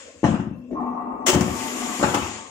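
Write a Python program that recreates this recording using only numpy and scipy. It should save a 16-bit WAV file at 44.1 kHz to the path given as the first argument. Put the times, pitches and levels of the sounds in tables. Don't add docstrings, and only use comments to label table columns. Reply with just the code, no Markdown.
import sys
import numpy as np
from scipy import signal
from scipy.fft import rfft, irfft, next_fast_len
from scipy.io import wavfile
from scipy.ndimage import uniform_filter1d, map_coordinates

SR = 44100
rng = np.random.default_rng(int(sys.argv[2]) if len(sys.argv) > 2 else 0)


def persist_wave(psi):
    counts = np.round(np.clip(psi, -1, 1) * 32767).astype(np.int16)
    wavfile.write(sys.argv[1], SR, np.atleast_2d(counts).T)


def how_loud(loudness_db):
    steps = np.asarray(loudness_db, float) / 20
    return 10 ** steps


N = 110250

# frequency in Hz, relative density in dB per Hz.
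MURMUR_SPECTRUM = [(15, -65.5), (25, -24.5), (81, 5), (118, -12.5), (264, 1.5), (399, -11.5), (533, 5.5),
                   (971, -36.5), (1810, -20), (3500, -25.5), (4550, -55), (7700, -120)]
# time in seconds, level in dB.
MURMUR_LEVEL = [(0, -49.5), (.2, -50.5), (.6, -53.5), (1.3, -66), (2.3, -76), (2.5, -53)]
# centre in Hz, width in Hz, level in dB.
PUMP_WHINE = [(1061, 71, -70.5), (2683, 106, -70)]
# frequency in Hz, relative density in dB per Hz.
HISS_SPECTRUM = [(2000, -22), (4500, -17), (7200, -11.5), (9000, -24.5), (11500, -24.5), (13000, -16.5),
                 (14000, -32.5), (16000, -79)]
HISS_DB = -77

# time in seconds, level in dB before AIR_DB.
AIR_FLOWS = [
    [(0.0, -48), (0.15, -59.5), (0.23, -60), (0.304, -49.5), (0.438, -71), (0.6, -100)],
    [(1.3, -43), (1.355, -43), (1.53, -42), (1.6, -39), (1.93, -38.5), (2.14, -39.5), (2.2, -41),
     (2.36, -42.5), (2.5, -53.5)],
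]
# frequency in Hz, relative density in dB per Hz.
JET_SPECTRUM = [(880, -8), (1500, -4), (1850, -4), (1980, -1), (3060, -4), (4070, -11), (6000, -7),
                (7080, 0.5), (8600, -11.5), (11700, -62)]
# frequency in Hz, relative density in dB per Hz.
JET_TOP_SPECTRUM = [(5290, -45.5), (9000, -3.5), (9510, -7), (14900, -14.5), (15600, -26)]
# time in seconds, level in dB.
JET_TOP_LEVEL = [(1.3, -74), (1.36, -53.5), (1.55, -48.5), (1.6, -46), (2.15, -48), (2.27, -55.5),
                 (2.4, -88.5)]
AIR_DB = 3

# start in seconds, relative push in dB, pitch of the struck part in Hz,
# relative crack in dB, relative clatter in dB.
FRAME_BLOWS = [(0.232, -2, 314, -27, -35.5), (0.241, -2.5, 270, -3.5, -27.5), (0.247, 0, 174.4, -14.5, -47),
               (0.264, -9, 221, -18.5, -39), (0.287, -2.5, 195, -29.5, -50), (0.31, -5, 209, -42, -42.5),
               (0.34, -7.5, 213, -32, -37), (0.398, -7.5, 206, -44, -43.5), (0.469, -11.5, 173, -45.5, -96),
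               (0.512, -13, 220, -50.5, -94), (0.71, -25, 486, -45, -56), (0.73, -22.5, 302, -31.5, -61),
               (0.806, -32.5, 260, -25.5, -59), (1.283, -5, 362, -32, -22), (1.331, -15.5, 114, -6.5, -63),
               (1.347, -1, 340, -26, -31), (1.357, -0.5, 178, -9.5, -61), (1.375, -4, 314, -39, -41),
               (1.409, -2, 194, -31, -30.5), (1.479, -15.5, 275, -18, -38), (1.491, -23.5, 72, -55, -58),
               (1.996, -14, 266, -26, -29), (2.011, -9, 292, -30, -34), (2.028, -2, 331, -5, -20),
               (2.04, -8.5, 167, -4.5, -33.5), (2.063, -22, 284, -15, -62), (2.083, -15, 125, -43, -35.5),
               (2.14, -24, 475, -16, -21), (2.147, -7, 326, -10, -35.5), (2.157, -13, 380, -49, -65),
               (2.171, -11.5, 240, -17.5, -50), (2.216, -24.5, 80, -58, -31)]
# frequency in Hz, relative level in dB, t60 in seconds.
FRAME_MODES = [(81.6, 4.5, 0.21), (105, 1, 0.35), (139.3, -16, 0.25), (178.5, -7, 0.068),
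               (242.3, 10.5, 0.046), (274.6, 2, 0.21), (364.2, 1, 0.31), (468.5, 7, 0.042), (605, 7, 0.015),
               (702, -6.5, 0.087), (846, -2, 0.054), (960, -9, 0.061), (1080, 2.5, 0.0062),
               (1440, -33, 0.014), (1800, -6.5, 0.097), (2670, -19, .03)]
# frequency in Hz, relative density in dB per Hz.
CLATTER_SPECTRUM = [(400, 1.5), (800, 7), (1200, 2), (1700, -5), (2640, -6.5), (4080, -20), (7130, -17.5),
                    (8300, -23.5), (10100, -44), (15600, -63.5)]
# start in seconds, level in dB.
STEEL_TICKS = [(1.409, -28), (2.145, -26)]
TICK_T60_S = 0.069
PUSH_CYCLES = 0.4
THUD_DB, FRAME_DB = 1, -51
CRACK_DB, CRACK_S, BEAM_HZ = -12.5, 0.00006, 550
CLATTER_DB, CLATTER_T60_S, CLATTER_RISE_S = 3, 0.17, 0.002

# time in seconds, level in dB.
HUM_LEVEL = [(.56, -85), (.6, -38), (.7, -43.5), (.95, -36), (1.2, -40), (1.4, -35.5), (1.65, -38),
             (1.95, -37), (2.1, -44), (2.3, -51)]
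# time in seconds, level in dB before WHIR_DB.
WHIR_LEVEL = [(.71, -88), (.745, -37), (.93, -36), (1.25, -38), (1.6, -39), (1.95, -36.5), (2.05, -53),
              (2.14, -38), (2.25, -46), (2.39, -44), (2.5, -55)]
# frequency in Hz, relative density in dB per Hz.
GEAR_SPECTRUM = [(350, -55), (600, -27), (710, 2.5), (877, 1.5), (1170, -2.5), (1600, -23), (1970, -23),
                 (4500, -54.5), (5850, -100)]
# centre in Hz, width in Hz, boost in dB.
CASING_PEAKS = [(720, 25, 6), (893, 14, 13), (1068, 18, 13), (1150, 18, 15), (1235, 25, 8), (1945, 20, 11),
                (2330, 50, 8)]
# time in seconds, level in dB.
GROWL_LEVEL = [(.69, -51), (.72, -28.5), (.88, -36.5), (1.25, -37), (1.6, -33.5), (1.95, -36.5), (2.3, -39),
               (2.5, -52)]
# frequency in Hz, relative density in dB per Hz.
HOUSING_SPECTRUM = [(24, -57), (40, -23), (113, -31), (182, -19), (241, -7), (408, -15.5), (509, -20.5),
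                    (650, -19.5), (840, -48), (1430, -120)]
MESH_HZ, MESH_WAVER_HZ, MESH_WAVER_DB = 246.5, 1.25, 4
WHIR_DB, SWELL_DB, SWELL_KNOTS_PER_S = 3.5, 1.5, 11.2
SPIN_FROM_S, SPIN_S, SPLIT_HZ = 0.725, 0.047, 710

# time in seconds, level in dB before SHEAR_DB.
SHEAR_LEVEL = [(1.255, -94), (1.261, -43), (1.266, -18.5), (1.3, -19), (1.315, -30), (1.352, -28),
               (1.36, -57), (1.375, -71.5)]
# frequency in Hz, relative density in dB per Hz.
PAPER_SPECTRUM = [(350, -17), (600, 0), (766, -9), (953, -6.5), (1830, -7.5), (2790, -8.5), (3030, -4.5),
                  (3980, -16), (6950, -4.5), (12800, -27.5), (15500, -20.5)]
SHEAR_DB, SHEETS_PER_S, SHEET_DB = -0.5, 750, 1
BAR_FROM_S, BAR_S, BAR_HZ, BAR_DB = 1.266, 0.061, 366.3, -17

# frequency in Hz, correlation from 0 to 1.
STEREO_LIKENESS = [(60, 1), (180, 0.92), (400, 0.75), (800, 0.39), (1650, 0.24), (15000, 0.12)]
# frequency in Hz, left over right in dB.
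LEFT_OVER_RIGHT = [(60, 6), (700, 5.8), (2500, 4), (6000, 7.8), (10000, 5.8), (14000, 7.9)]
LEFT_LEAD_S = 0.00016
# frequency in Hz, t60 in seconds.
HALL_T60 = [(100, 0.72), (500, 0.55), (2000, 0.52), (7000, 0.29), (14000, 0.36)]
HALL_DB, KNIFE_HALL_DB = -5, -1
HALL_LOW_HZ = 195

CEILING, KNEE = 0.8, 5
LOW_HZ, TOP_HZ, TOP_FADE_HZ = 61, 15950, 350


def unit(x):
    return x / np.sqrt(np.mean(x ** 2) + 1e-20)


def along(points, hz):
    f, v = np.transpose(points)
    return np.interp(np.log(hz + 1), np.log(f + 1), v)


def level(rows, off_db=-130):
    s, db = np.transpose(rows)
    return how_loud(np.interp(np.arange(N) / SR, s, db, left=off_db, right=off_db))


def wobble(knots_per_s):
    knots = rng.standard_normal(int(N * knots_per_s / SR) + 4)
    return map_coordinates(knots, [np.arange(N) * knots_per_s / SR])


def filtered(x, response):
    m = next_fast_len(N + SR // 2)
    return irfft(rfft(x, m) * response(np.fft.rfftfreq(m, 1 / SR)), m)[..., :N]


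def colour(points):
    return lambda hz: how_loud(along(points, hz)) * np.minimum(hz / points[0][0], 1) ** 2


def peak(centre_hz, width_hz):
    return lambda hz: 1 / (1 + (2 * (hz - centre_hz) / width_hz) ** 2)


def rush(response, patchy_db):
    z = signal.stft(rng.standard_normal((2, N)), nperseg=512)[2]
    field = uniform_filter1d(rng.standard_normal(z.shape[1:]), size=6, axis=0)
    field = uniform_filter1d(field, size=10, axis=1)
    pair = signal.istft(z * how_loud(patchy_db * unit(field)), nperseg=512)[1][:, :N]

    def mid_side(hz):
        angle = np.arccos(np.clip(along(STEREO_LIKENESS, hz), -1, 1)) / 2
        return response(hz) * np.array([np.cos(angle), np.sin(angle)])

    mid, side = filtered(pair, mid_side)
    return np.array([mid + side, mid - side]) / mid.std()


def shop():
    murmur = level(MURMUR_LEVEL) * rush(colour(MURMUR_SPECTRUM), patchy_db=4.0)
    pump = sum(how_loud(db) * rush(peak(hz, width), patchy_db=3.0) for hz, width, db in PUMP_WHINE)
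    hiss = how_loud(HISS_DB) * rush(colour(HISS_SPECTRUM), patchy_db=6.0)
    return murmur + pump + hiss


def air():
    flow = level(AIR_FLOWS[0]) + level(AIR_FLOWS[1])
    flow = flow * how_loud(AIR_DB + 0.26 * wobble(29.84))
    body = flow * rush(colour(JET_SPECTRUM), patchy_db=1.57)
    return body + level(JET_TOP_LEVEL) * rush(colour(JET_TOP_SPECTRUM), patchy_db=2.0)


def blows():
    t = np.arange(N) / SR
    push, crack, rattle = np.zeros((3, N))
    start_phase = -2 * np.arctan(2 * np.pi * PUSH_CYCLES)
    for s, db, hz, crack_db, clatter_db in FRAME_BLOWS:
        age = np.maximum(t - s, 0)
        u = age * hz / PUSH_CYCLES
        push += how_loud(db) * u * np.exp(-u) * np.sin(2 * np.pi * hz * age + start_phase)
        contact = age / CRACK_S * np.exp(-age / CRACK_S) / (CRACK_S * SR)
        crack += how_loud(crack_db + CRACK_DB) * contact
        rise = 1 - np.exp(-age / CLATTER_RISE_S)
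        rattle += rise * how_loud(clatter_db + CLATTER_DB - 60 * age / CLATTER_T60_S)
    modes = np.array([(-1) ** k * how_loud(db - 60 * t / t60) * np.sin(2 * np.pi * hz * t)
                      for k, (hz, db, t60) in enumerate(FRAME_MODES)])
    upper = modes[np.array(FRAME_MODES)[:, 0] > BEAM_HZ].sum(axis=0)
    upper = signal.lfilter(*signal.butter(2, BEAM_HZ / 2, 'high', fs=SR), upper)
    ring = how_loud(FRAME_DB) * signal.fftconvolve(push, modes.sum(axis=0))[:N]
    ring = ring + signal.fftconvolve(crack, upper)[:N]
    tick_gain = sum((t > s) * how_loud(db - 60 * np.maximum(t - s, 0) / TICK_T60_S) for s, db in STEEL_TICKS)
    ticks = tick_gain * rush(colour(PAPER_SPECTRUM), patchy_db=2.5)
    clatter = rattle * rush(colour(CLATTER_SPECTRUM), patchy_db=5.0)
    return how_loud(THUD_DB) * push + ring + ticks + clatter


def drive():
    phase = 2 * np.pi * np.cumsum(MESH_HZ + MESH_WAVER_HZ * wobble(11.9)) / SR
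    hum = how_loud(MESH_WAVER_DB * wobble(23.94)) * np.sin(phase) * np.sqrt(2)
    gears = rush(lambda hz: how_loud(along(GEAR_SPECTRUM, hz)), patchy_db=1.5)
    casing = sum(how_loud(db + SWELL_DB * wobble(SWELL_KNOTS_PER_S)) * filtered(gears, peak(hz, width))
                 for hz, width, db in CASING_PEAKS)
    whir = how_loud(WHIR_DB + wobble(40.62)) * unit(gears + casing)
    low = filtered(whir, lambda hz: 1 / (1 + (hz / SPLIT_HZ) ** 8))
    spin = np.clip((np.arange(N) / SR - SPIN_FROM_S) / SPIN_S, 0, 1) ** 2
    whir = low + (whir - low) * spin
    growl = rush(colour(HOUSING_SPECTRUM), patchy_db=1.5)
    return level(HUM_LEVEL) * hum + level(WHIR_LEVEL) * whir + level(GROWL_LEVEL) * growl


def knife():
    age = np.arange(N) / SR - BAR_FROM_S
    swell = np.sin(np.pi * np.clip(age / BAR_S, 0, 1)) ** 2
    bar = how_loud(BAR_DB) * swell * np.sin(2 * np.pi * BAR_HZ * age)
    flutter = how_loud(SHEAR_DB + SHEET_DB * wobble(SHEETS_PER_S))
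    return level(SHEAR_LEVEL) * flutter * rush(colour(PAPER_SPECTRUM), patchy_db=0.5) + bar


def hall(x):
    noise = rush(lambda hz: 1, patchy_db=1.5)[:, :SR]
    hz, t, z = signal.stft(noise, SR, nperseg=256)
    tail = signal.istft(z * how_loud(-60 * t / along(HALL_T60, hz)[:, None]), SR, nperseg=256)[1]
    return signal.fftconvolve(x, tail / np.linalg.norm(tail[0]), axes=1)[:, :N]


def to_left(mix):
    half = [0.5, -0.5]
    return filtered(mix, lambda hz: how_loud(np.outer(half, along(LEFT_OVER_RIGHT, hz)))
                    * np.exp(2j * np.pi * np.outer(half, hz) * LEFT_LEAD_S))


def scene():
    frame, cut = blows(), knife()
    room = hall(frame + how_loud(KNIFE_HALL_DB) * cut)
    room = filtered(room, lambda hz: hz / np.hypot(hz, HALL_LOW_HZ))
    return to_left(shop() + air() + frame + drive() + cut + how_loud(HALL_DB) * room)


def low_pass(x):
    return signal.sosfilt(signal.butter(12, 16720, fs=SR, output="sos"), x)


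def record(dry):
    soft = dry / (1 + np.abs(dry / CEILING) ** KNEE) ** (1 / KNEE)

    def band_limits(hz):
        top = np.sin(np.pi / 2 * np.clip((TOP_HZ - hz) / TOP_FADE_HZ, 0, 1)) ** 2
        return 1j * hz / (LOW_HZ + 1j * hz) * top

    return low_pass(filtered(soft, band_limits))


dry = scene()
out = record(dry)
persist_wave(out)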